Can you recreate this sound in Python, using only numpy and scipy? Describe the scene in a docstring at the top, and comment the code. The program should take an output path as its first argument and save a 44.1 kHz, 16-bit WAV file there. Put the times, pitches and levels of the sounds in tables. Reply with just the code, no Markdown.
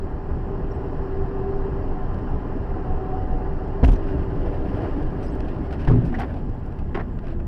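"""Tyre burst beside a lorry cab

Inside a lorry cab at highway speed, filtered noise makes rumble and roar as an articulated truck overtakes.
One of its tyres bursts: shock fronts and ringing modes boom in the cab and overload the microphone input.
The flat tyre drones and scuffs as narrow-band and patchy noise. A heavy strip of tread thuds as dying sines;
smaller pieces clatter and tick as bursts of ringing noise, over singing treads, squeaks and a panel hum."""
import sys
import numpy as np
from scipy import signal
from scipy.fft import rfft, irfft, next_fast_len
from scipy.io import wavfile
from scipy.ndimage import uniform_filter1d

SR = 44100
rng = np.random.default_rng(int(sys.argv[2]) if len(sys.argv) > 2 else 0)


def file_out(sig):
    """Save sig as 16-bit WAV at sys.argv[1]."""
    # one column per channel
    cols = np.atleast_2d(sig).T
    # limit, then scale
    lim = np.clip(cols, -1, 1)
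    pcm = np.round(lim * 32767).astype(np.int16)
    wavfile.write(sys.argv[1], SR, pcm)


N = 329427
TIME = np.arange(N) / SR  # s

# Spectra give relative density in dB per Hz. Swells are bells: width is from the peak to 1/e of the lift.

# shock fronts of the blast and its echoes off trailer and road:
# (t/s, push level/dB, length/s, rise/s, signed strength: + push first, - suction first)
BLAST = [(3.8294, 1.5, 0.005, 0.00072, 0.86), (3.8349, -4, 0.0025, 0.00029, -0.96),
         (3.842, -8, 0.0036, 0.00033, 1), (3.8506, -11, .002, 0.00052, -0.95),
         (3.856, -10, 0.0034, 0.0015, 1), (3.869, -12, .0018, 0.00042, -1),
         (3.879, -12.5, 0.0061, 0.0014, 1), (3.883, -7.5, 0.0029, 0.00038, 1),
         (3.888, -10, 0.0066, 0.00044, -1.2), (3.903, -4.5, 0.0052, 0.0013, 1),
         (3.917, -7.5, 0.0027, 0.0012, -1.1), (3.932, -7.5, 0.0038, 0.00064, 0.96)]
# air modes of the cab: (f/Hz, level/dB, t60/s)
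CAB_MODES = [(44.6, -12.5, 0.16), (64.6, -5.5, 0.12), (133.4, -13, 0.21), (263, -7.5, 0.069)]
# casing rips and trim rattles: (t/s, level/dB, tearing time/s, t60/s, tilt/dB per octave)
CRACKS = [(3.8352, -20, 0.0066, 0.035, -2.5), (3.841, -25.5, 0.0085, 0.021, 1),
          (3.855, -40, .002, 0.052, 7), (3.867, -37, .002, 0.036, 1), (3.877, -42, .004, 0.2, 6.5),
          (3.886, -26.5, 0.0062, 0.035, -0.5), (3.918, -46, .002, .04, 9), (3.9295, -37.5, .004, 0.069, 4)]
# spectrum of a crack: (f/Hz, level/dB)
CRACK_SPECTRUM = [(80, 1), (260, -5), (450, 2), (830, 4.5), (1100, -16), (1500, -12.5), (2200, -19),
                  (3100, -19.5), (4000, -34), (5800, -36), (7500, -45), (15000, -57)]

# the flat tyre: (start t/s, attack/s, pulling-away t/s, release/s)
FLAPPING = (3.88, 0.15, 6.38, 0.047)
DRONE_HZ, DRONE_SAG_HZ_PER_S = 314, 26  # pitch at the start, and its fall as the wheel slows
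DRONE_DB, DRONE_FAR_DB = -37, -4.5  # level nearby, and the change far ahead
SCUFF_DB, SCUFF_FAR_DB = -44, -9
# the carcass folds under the rim and drones louder: (peak t/s, width/s, extra level/dB)
FOLDS = [(4.145, 0.02, 12), (4.7, 0.028, 8), (4.98, 0.05, 4.5), (5.61, 0.021, 7), (6.13, 0.07, 8.5)]
# spectrum of the scuffing shreds: (f/Hz, level/dB)
SCUFF_SPECTRUM = [(250, -8), (400, 9), (480, 12.5), (560, 21.5), (660, 19.5), (800, 10), (1130, -15),
                  (1600, 7.5), (2200, -3), (3000, -3.5), (3600, -15), (5300, -17), (6500, -32.5),
                  (9000, -27.5), (11000, -37), (15000, -35.5)]
# shreds drag on the road and scuff louder: (peak t/s, width/s, extra level/dB)
DRAGS = [(4.1, 0.035, 3.5), (4.8, 0.09, 3.5), (7.3, 0.071, 6)]

# slaps of a heavy strip of tread on the body: (t/s, level/dB, pitch ratio)
THUMPS = [(5.876, -12.5, 0.34), (5.884, -10, 0.92), (5.899, -7, 1.04), (5.9083, -9, 1.07),
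          (5.9336, -9.5, 1), (5.943, -11, 1), (5.9584, -11.5, 1), (5.9856, -12.5, 0.98), (6.020, -19, 1),
          (6.043, -17.5, 1)]
# modes of the lorry body: (f/Hz, level/dB, t60/s)
BODY_MODES = [(51.3, -9.5, 0.5), (120.2, -4.5, 0.2), (138, -14, .3), (163.8, -4, 0.22),
              (240.7, -10.5, 0.26), (341, -13.5, 0.17), (388, -13, 0.15)]
RUBBER_CONTACT_S = .00025  # rounding time of a soft landing
# spectrum of the panels shuddering after a thump: (f/Hz, level/dB)
SHUDDER_SPECTRUM = [(40, -25), (140, 4), (250, 5.5), (390, -8.5), (520, -28), (1500, -56), (5000, -99)]

# fragments strike the front panels:
# (t/s, level/dB, scraping time/s, t60/s, rise/s, tilt/dB per octave, own note f/Hz, note level/dB)
KNOCKS = [(4.728, -33, .004, 0.12, .001, -9, 480, 7), (4.843, -29, 0.0032, 0.078, .002, -5, 894, 10),
          (5.873, -28, 0.0032, 0.038, .0008, 2, 1030, 9),
          (5.878, -32.5, .005, 0.069, 0.0011, 5.5, 1770, 11),
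          (5.895, -30.5, 0.0096, .05, 0.00074, 0, 1110, 5), (5.912, -34, 0.0054, 0.1, .001, 2, 1210, 9),
          (6.121, -35, 0.0057, 0.088, .003, 0, 790, 8), (6.14, -31.5, 0.0062, 0.077, 0.0039, 3.5, 1880, 16),
          (6.181, -31, .015, 0.046, 0.005, 4, 705, 15), (6.197, -27, 0.021, 0.085, 0.0013, 1, 755, 3),
          (6.229, -31, 0.015, 0.047, 0.0012, -0.5, 1660, -3), (6.387, -33, .002, .04, .001, -9, 660, 14),
          (6.9448, -32.5, .004, 0.08, 0.00088, 1.5, 2970, 0),
          (6.950, -26.5, 0.012, 0.086, .0006, -0.4, 2000, 2),
          (6.969, -28, .006, 0.17, 0.0016, -3.5, 1080, 1), (6.9955, -28, 0.0036, 0.11, .0006, -1, 1800, -1)]
# spectrum of a struck panel: (f/Hz, level/dB)
PANEL_SPECTRUM = [(150, -10), (380, 15.5), (560, -1.5), (760, 5.5), (1050, -1.5), (1800, -4.5),
                  (2300, -14.5), (3000, -17), (3800, -28), (5200, -30.5), (6800, -46), (9000, -49.5),
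                  (15000, -69)]
# grit on the windscreen: (t/s, level/dB, t60/s, tilt/dB per octave)
TICKS = [(2.143, -51, .04, 2), (2.186, -55, .04, 2), (3.678, -54, 0.023, 3), (3.955, -48.5, 0.071, 1),
         (4.087, -40.5, .057, -5), (4.82, -47, 0.036, -1), (5.026, -46, 0.048, 0), (5.228, -52, 0.19, 3),
         (5.352, -52, .025, 12), (5.405, -34.5, 0.015, -0.5), (5.482, -45, 0.092, -2),
         (5.709, -42, 0.036, -2), (5.726, -38, 0.07, -1.5), (5.793, -44, 0.24, -4),
         (5.816, -43, 0.057, -2.5), (5.849, -40, 0.025, 0.5), (6.05, -53, 0.23, 3.5), (6.196, -46, .07, 10),
         (6.251, -55, 0.0083, 12), (6.341, -43, 0.031, -3), (6.496, -57, 0.034, 3), (6.661, -52, .025, 3),
         (6.723, -50.5, .025, 1), (6.788, -46.5, 0.043, 0), (7.188, -43.5, 0.026, -1.5),
         (7.269, -39, 0.027, -6), (7.282, -42, 0.034, -3.5), (7.304, -45.5, .07, -7),
         (7.401, -44.5, 0.035, -6)]
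# spectrum of a tick: (f/Hz, level/dB)
GRIT_SPECTRUM = [(500, -20), (1500, 11), (2100, -1.5), (2600, 6), (3500, -6), (5300, -7.5), (6800, -21),
                 (9000, -18), (11000, -36), (15000, -28)]
# finer grit at random: mean rate, centre level, spread either way, and decay
SPRAY_PER_S, SPRAY_DB, SPRAY_SPREAD_DB, SPRAY_T60_S = 7, -50, 3, 0.043

# spectrum of the cab rumble: (f/Hz, level/dB)
RUMBLE_SPECTRUM = [(8, -30.5), (22, 8), (45, -8), (68, -1.5), (95, -8), (125, -9), (190, -13), (260, -22),
                   (420, -32.5), (900, -81.5)]
# spectrum of the tyre roar on the road: (f/Hz, level/dB)
ROAD_SPECTRUM = [(190, -18.5), (255, 3), (430, 1), (540, -5), (660, -5), (850, -6.5), (1010, -8.5),
                 (1130, -15), (1450, -17), (1850, -21), (2200, -32), (3000, -31.5), (3500, -42.5),
                 (4500, -44), (5300, -42), (6400, -58), (15000, -71.5)]
RUMBLE_DB, ROAD_DB = -25, -34.5  # cruising levels
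# the lorry slows from this moment, and its rumble, roar and tread notes fade
SLOWING_S = 5.2
RUMBLE_FADE_DB_PER_S, ROAD_FADE_DB_PER_S, TREAD_FADE_DB_PER_S = 0.97, 3.03, 6.5
# the truck alongside lifts the roar; without it the roar drops
ARRIVES_S, ARRIVAL_S, LEAVES_S, LEAVING_S, ALONE_DB = 0, 0.9, 4.5, 4.34, -3
# air from the burst and the trailer's wake buffets the cab: (peak t/s, width/s, extra rumble level/dB)
BUFFETS = [(4.15, 0.16, 5), (4.38, 0.063, 1.5), (4.76, 0.068, 3.5), (6.2, 0.036, 4.5)]
# rubber crumbs swell the roar: (peak t/s, width/s, extra level/dB)
CRUMBS = [(4.835, .07, 5)]

# singing tyre treads, low to top: (f/Hz, width/Hz)
TREAD_NOTES = [(389.5, 8), (480, 14), (747, 15), (1030, 110)]
# steady level of the low, middle, high and top note: level/dB
TREAD_DB = (-41.5, -56.5, -51.5, -67.5)
# swells of the low tread note: (peak t/s, width/s, extra level/dB)
LOW_SWELLS = [(.12, 0.084, 1), (.52, 0.097, 5), (1.08, 0.19, 6.5), (1.55, 0.36, 9.5), (3.05, 0.096, 6.5),
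              (4.05, 0.64, 6.5)]
# swells of the middle tread note: (peak t/s, width/s, extra level/dB)
MIDDLE_SWELLS = [(4.47, 0.11, 15), (4.789, 0.084, 20.5), (5.19, .06, 10)]
# swells of the high tread note: (peak t/s, width/s, extra level/dB)
HIGH_SWELLS = [(1.45, 0.1, 7.8), (2.0, 0.09, 9.8), (2.43, .06, 8.2), (2.72, 0.089, 2.5), (3.1, 0.37, 13.8),
               (3.62, 0.068, 5.5)]
# swells of the top tread note: (peak t/s, width/s, extra level/dB)
TOP_SWELLS = [(1.45, 1, 15), (3, .45, 14.5)]

HUM_HZ, HUM_WIDTH_HZ, HUM_DB = 339, 37, -49.5  # humming cab panel
# swells of the panel hum: (peak t/s, width/s, extra level/dB)
HUM_SWELLS = [(5.56, 0.12, 12.4), (6.12, .05, 12), (7.35, 0.15, 8)]
# squeaks of the cab trim: (t/s, length/s, from f/Hz, to f/Hz, level/dB, roughness 0-1)
SQUEAKS = [(0.71, 0.019, 5480, 5650, -56.5, .2), (0.733, .04, 7900, 7980, -72, .1),
           (3.951, 0.017, 5860, 5970, -59, 0.7), (5.214, 0.059, 5760, 5850, -62, 0.7),
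           (5.212, 0.076, 7950, 7950, -69, 1), (5.248, 0.067, 4760, 5530, -58, 0.85),
           (5.288, .034, 6250, 6500, -68, 1), (5.303, 0.05, 7850, 7950, -66, .4)]

# stereo width of the sharp sounds: lowest pitch, lateness, and levels
SPREAD_HZ, SPREAD_S = 1000, .003
BANG_SPREAD_DB, CLATTER_SPREAD_DB = -12, -34.5
# faint high whine: (f/Hz, width/Hz, level/dB)
WHINE = [(7490, 120, -86), (14990, 250, -87)]
# spectrum of the faint noise, independent on each channel: (f/Hz, level/dB)
FAINT_NOISE_SPECTRUM = [(30, 50.5), (70, 36.5), (170, -3.5), (1500, -6.5), (3000, -8), (5000, -6),
                        (7000, 1), (11000, -0.5), (15000, -8.5)]
FAINT_NOISE_DB = -61.5
FULL_SCALE = .44  # amplitude at which the input clips
EDGE_HZ = 15400  # upper band limit


def blowout(cab_db=0, rasp_db=3.0):
    """Push-and-suction shock fronts set the cab air booming; the casing rips and the trim rattles."""
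    shocks, rattle = np.zeros(N), np.zeros(N)
    t = TIME[:SR]
    boom = amp(cab_db) * ring(CAB_MODES)
    for s, push_db, length, rise, sign in BLAST:
        shock = (1 - t / length) * np.exp(-t / length)
        add(shocks, s, sign * amp(push_db) * blunt(shock + boom, rise))
    for s, db, tearing, t60, tilt_db in CRACKS:
        add(rattle, s, amp(db) * burst(CRACK_SPECTRUM, t60, 0.0005, tilt_db, hold=tearing))
    rasp = amp(rasp_db * np.tanh(drift(500)))
    return shocks + rattle * rasp


def flat_tyre(drone_width_hz=95, flap_db=2.5, grain_db=0.0, bounce=0.19):
    """The carcass drones on the road while loose shreds scuff unevenly; both drop as the truck pulls ahead."""
    start, attack, leaves, release = FLAPPING
    flat, far = ramp(start, attack), ramp(leaves, release)
    hz = DRONE_HZ - DRONE_SAG_HZ_PER_S * np.maximum(TIME - start, 0)
    drone_db = DRONE_DB + DRONE_FAR_DB * far + swells(FOLDS)
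    drone = amp(drone_db) * band(hz, drone_width_hz)

    scuff = patchy(noise(SCUFF_SPECTRUM, ripple_db=1.4), 1.6)
    scuff = scuff * amp(flap_db * drift(23) + grain_db * drift(250))
    # a lengthening reflection sweeps a comb downwards
    scuff = scuff + bounce * np.interp(TIME - 1 / hz, TIME, scuff)
    scuff_db = SCUFF_DB + SCUFF_FAR_DB * far + swells(DRAGS)
    return flat * (drone + amp(scuff_db) * unit(scuff))


def thud(shudder_db=-18.0, shudder_t60=0.49):
    """Soft rubber shoves the body, then slaps it: its modes boom at shifting pitch and the panels shudder."""
    out = np.zeros(N)
    for s, db, pitch in THUMPS:
        modes = [(hz * pitch, mode_db, t60) for hz, mode_db, t60 in BODY_MODES]
        add(out, s, -amp(db) * blunt(ring(modes), RUBBER_CONTACT_S))
        add(out, s, amp(db + shudder_db) * burst(SHUDDER_SPECTRUM, shudder_t60, 0.0055))
    return out


def debris(clatter_db=3.5, note_q=6.5):
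    """Fragments strike and scrape over the panels, each with its own note, and grit ticks on the glass."""
    knocks, ticks = np.zeros(N), np.zeros(N)
    for s, db, scraping, t60, rise, tilt_db, note_hz, note_db in KNOCKS:
        note = [(note_hz, note_hz / note_q, note_db)]
        add(knocks, s, amp(db) * burst(PANEL_SPECTRUM, t60, rise, tilt_db, note, hold=scraping))
    for s, db, t60, tilt_db in TICKS:
        add(ticks, s, amp(db) * burst(GRIT_SPECTRUM, t60, 0.00033, tilt_db))
    clatter = amp(clatter_db * np.tanh(drift(450)))
    return knocks * clatter + ticks


def spray(tilt_db=-2.5):
    """Fine grit thrown up by the flat tyre patters on the glass until the truck pulls away."""
    start, _, leaves, _ = FLAPPING
    lands = (rng.random(N) < SPRAY_PER_S / SR) * (TIME > start) * (TIME < leaves)
    sizes = amp(SPRAY_DB + SPRAY_SPREAD_DB * rng.uniform(-1, 1, N))
    tick = burst(GRIT_SPECTRUM, SPRAY_T60_S, .0006, tilt_db)
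    return signal.oaconvolve(lands * sizes, tick)[:N]


def driving(road_patch_db=1, rumble_waver_db=1):
    """Cab rumble under tyre roar: the truck alongside lifts the roar, and both fade as the lorry slows."""
    alone = 1 - ramp(ARRIVES_S, ARRIVAL_S) + ramp(LEAVES_S, LEAVING_S)
    rumble_db = RUMBLE_DB - RUMBLE_FADE_DB_PER_S * slowed() + swells(BUFFETS)
    rumble_db = rumble_db + rumble_waver_db * drift(7.4)
    road_db = ROAD_DB - ROAD_FADE_DB_PER_S * slowed() + ALONE_DB * alone + swells(CRUMBS)
    rumble = noise(RUMBLE_SPECTRUM) * amp(rumble_db)
    roar = patchy(noise(ROAD_SPECTRUM, ripple_db=4.0), road_patch_db) * amp(road_db)
    return rumble + roar


def treads(fuzz=0.49, waver_db=2):
    """Tread blocks sing four wavering notes with fuzzy skirts, swelling in spells and fading with slowing."""
    out = np.zeros(N)
    note_swells = (LOW_SWELLS, MIDDLE_SWELLS, HIGH_SWELLS, TOP_SWELLS)
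    for (hz, width), steady_db, rises in zip(TREAD_NOTES, TREAD_DB, note_swells):
        db = steady_db + swells(rises) - TREAD_FADE_DB_PER_S * slowed()
        phase = 2 * np.pi * np.cumsum(hz + width / 2 * drift(21.34)) / SR
        note = np.sqrt(2) * np.sin(phase)
        out += amp(db + waver_db * drift(31)) * unit(note + fuzz * band(hz, 44))
    return out


def panel_hum():
    """A cab panel resonates in a narrow band, humming louder in spells once the tyre is flat."""
    start, attack, _, _ = FLAPPING
    return ramp(start, attack) * amp(HUM_DB + swells(HUM_SWELLS)) * band(HUM_HZ, HUM_WIDTH_HZ)


def squeaks(waver_hz=120, rasp_db=5, octave_db=-14):
    """Short glides of rubbing plastic; the rough ones waver, rasp and gain a faint octave."""
    out = np.zeros(N)
    waver, rasp = waver_hz * drift(400), rasp_db * drift(500)
    for s, length, from_hz, to_hz, db, rough in SQUEAKS:
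        size = int(length * SR)
        now = slice(round(s * SR), round(s * SR) + size)
        hz = np.linspace(from_hz, to_hz, size) + rough * waver[now]
        phase = 2 * np.pi * np.cumsum(hz) / SR
        tone = np.sin(phase) + rough * amp(octave_db) * np.sin(2 * phase)
        add(out, s, amp(db + rough * rasp[now]) * np.hanning(size) * tone)
    return out


def amp(db):
    """Decibels to gain."""
    return 10 ** (np.asarray(db) / 20)


def unit(x):
    """Scales to an rms of one."""
    return x / np.sqrt(np.mean(x ** 2) + 1e-20)


def add(mix, s, sound):
    """Lays a sound into the mix at s seconds."""
    part = mix[round(s * SR):][:len(sound)]
    part += sound[:len(part)]


def ramp(start, length):
    """Rises from zero to one over the length, then holds."""
    return np.clip((TIME - start) / length, 0, 1)


def swells(rows):
    """Bell-shaped rises in level, in dB."""
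    return sum(db * np.exp(-((TIME - s) / width) ** 2) for s, width, db in rows)


def slowed():
    """Seconds since the lorry began to slow."""
    return np.maximum(TIME - SLOWING_S, 0)


def noise(spectrum, size=N, tilt_db=0, modes=(), ripple_db=0):
    """Noise of a given spectrum, tilted per octave, with added peaks and a ripple of many small resonances."""
    hz = np.fft.rfftfreq(size, 1 / SR) + 1  # clear of zero for the logarithm
    f, db = np.transpose(spectrum)
    db = np.interp(np.log(hz), np.log(f), db) + tilt_db * np.log2(np.maximum(hz, f[0]))
    ripple = rng.standard_normal(size=500)
    ripple = np.interp(hz, np.linspace(0, SR / 2, len(ripple)), ripple)
    db = db + ripple_db * ripple * hz / (hz + 600)  # shallower in the bass
    peaks = sum(amp(d) / (1 + (2 * (hz - m) / w) ** 2) for m, w, d in modes)
    random_phase = np.exp(2j * np.pi * rng.random(len(hz)))
    return unit(irfft(amp(db) * (1 + peaks) * random_phase, size))


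def drift(rate_hz):
    """Smooth random motion of rms one, rolled off steeply above the rate."""
    size = next_fast_len(N)
    hz = np.fft.rfftfreq(size, 1 / SR)
    spectrum = rfft(rng.standard_normal(size)) / (1 + (hz / rate_hz) ** 4)
    return unit(irfft(spectrum, size)[:N])


def band(hz, width_hz):
    """A narrow, fuzzy tone that follows a pitch."""
    phase = 2 * np.pi * np.cumsum(hz * np.ones(N)) / SR
    return unit(drift(width_hz / 2) * np.cos(phase) + drift(width_hz / 2) * np.sin(phase))


def ring(modes):
    """Dying sines of a struck object."""
    t = TIME[:SR]
    return sum(amp(db - 60 * t / t60) * np.sin(2 * np.pi * hz * t) for hz, db, t60 in modes)


def burst(spectrum, t60, rise, tilt_db=0, modes=(), ripple_db=2, hold=0):
    """Dense ringing of a blow: a quick rise, a hold while contact lasts, and an exponential fall."""
    t = TIME[:SR // 3]
    x = noise(spectrum, len(t), tilt_db, modes, ripple_db)
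    x = x / np.sqrt(uniform_filter1d(x ** 2, size=220, mode="wrap") + 1e-9)  # evens out the level
    attack = 1 - np.exp(-t / max(rise, 1 / SR))
    return x * attack * amp(-60 * np.maximum(t - hold, 0) / abs(t60))


def blunt(x, rise):
    """Rounds a sharp front with two smoothing poles of the rise time."""
    r = np.exp(-1 / (rise * SR))
    return signal.lfilter([(1 - r) ** 2], [1, -2 * r, r * r], x)


def patchy(x, depth_db):
    """Lets patches a few hundred Hz wide swell and fade on their own."""
    z = signal.stft(x, nperseg=512)[2]
    field = uniform_filter1d(rng.standard_normal(z.shape), size=4, axis=0)  # across pitch
    field = uniform_filter1d(field, size=7, axis=1)  # along time
    return unit(signal.istft(z * amp(depth_db * unit(field)))[1][:N])


def spread(x):
    """A slightly late copy of the treble; opposite signs on the two channels make a sound wider."""
    highpass = signal.butter(4, SPREAD_HZ, "highpass", fs=SR, output="sos")
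    treble = signal.sosfilt(highpass, x)
    return np.interp(TIME - SPREAD_S, TIME, treble)


def scene():
    """All sounds meet at one microphone feeding both channels; the bang and clatter are spread wider."""
    bang, clatter = blowout(), debris()
    cab = bang + flat_tyre() + thud() + clatter + spray()
    cab = cab + driving() + treads() + panel_hum() + squeaks()
    side = spread(amp(BANG_SPREAD_DB) * bang + amp(CLATTER_SPREAD_DB) * clatter)
    return np.array([cab + side, cab - side])


def record(dry):
    """Overload flattens the tops; a faint whine and a separate noise per channel are added; treble is cut."""
    clipped = np.clip(dry, -FULL_SCALE, FULL_SCALE)
    whine = sum(amp(db) * band(hz, width) for hz, width, db in WHINE)
    faint_noise = amp(FAINT_NOISE_DB) * np.array([noise(FAINT_NOISE_SPECTRUM) for _ in dry])
    lowpass = signal.firwin(511, EDGE_HZ, window=("kaiser", 9), fs=SR)
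    return signal.oaconvolve(clipped + whine + faint_noise, lowpass[None], "same")


dry = scene()
out = record(dry)
file_out(out)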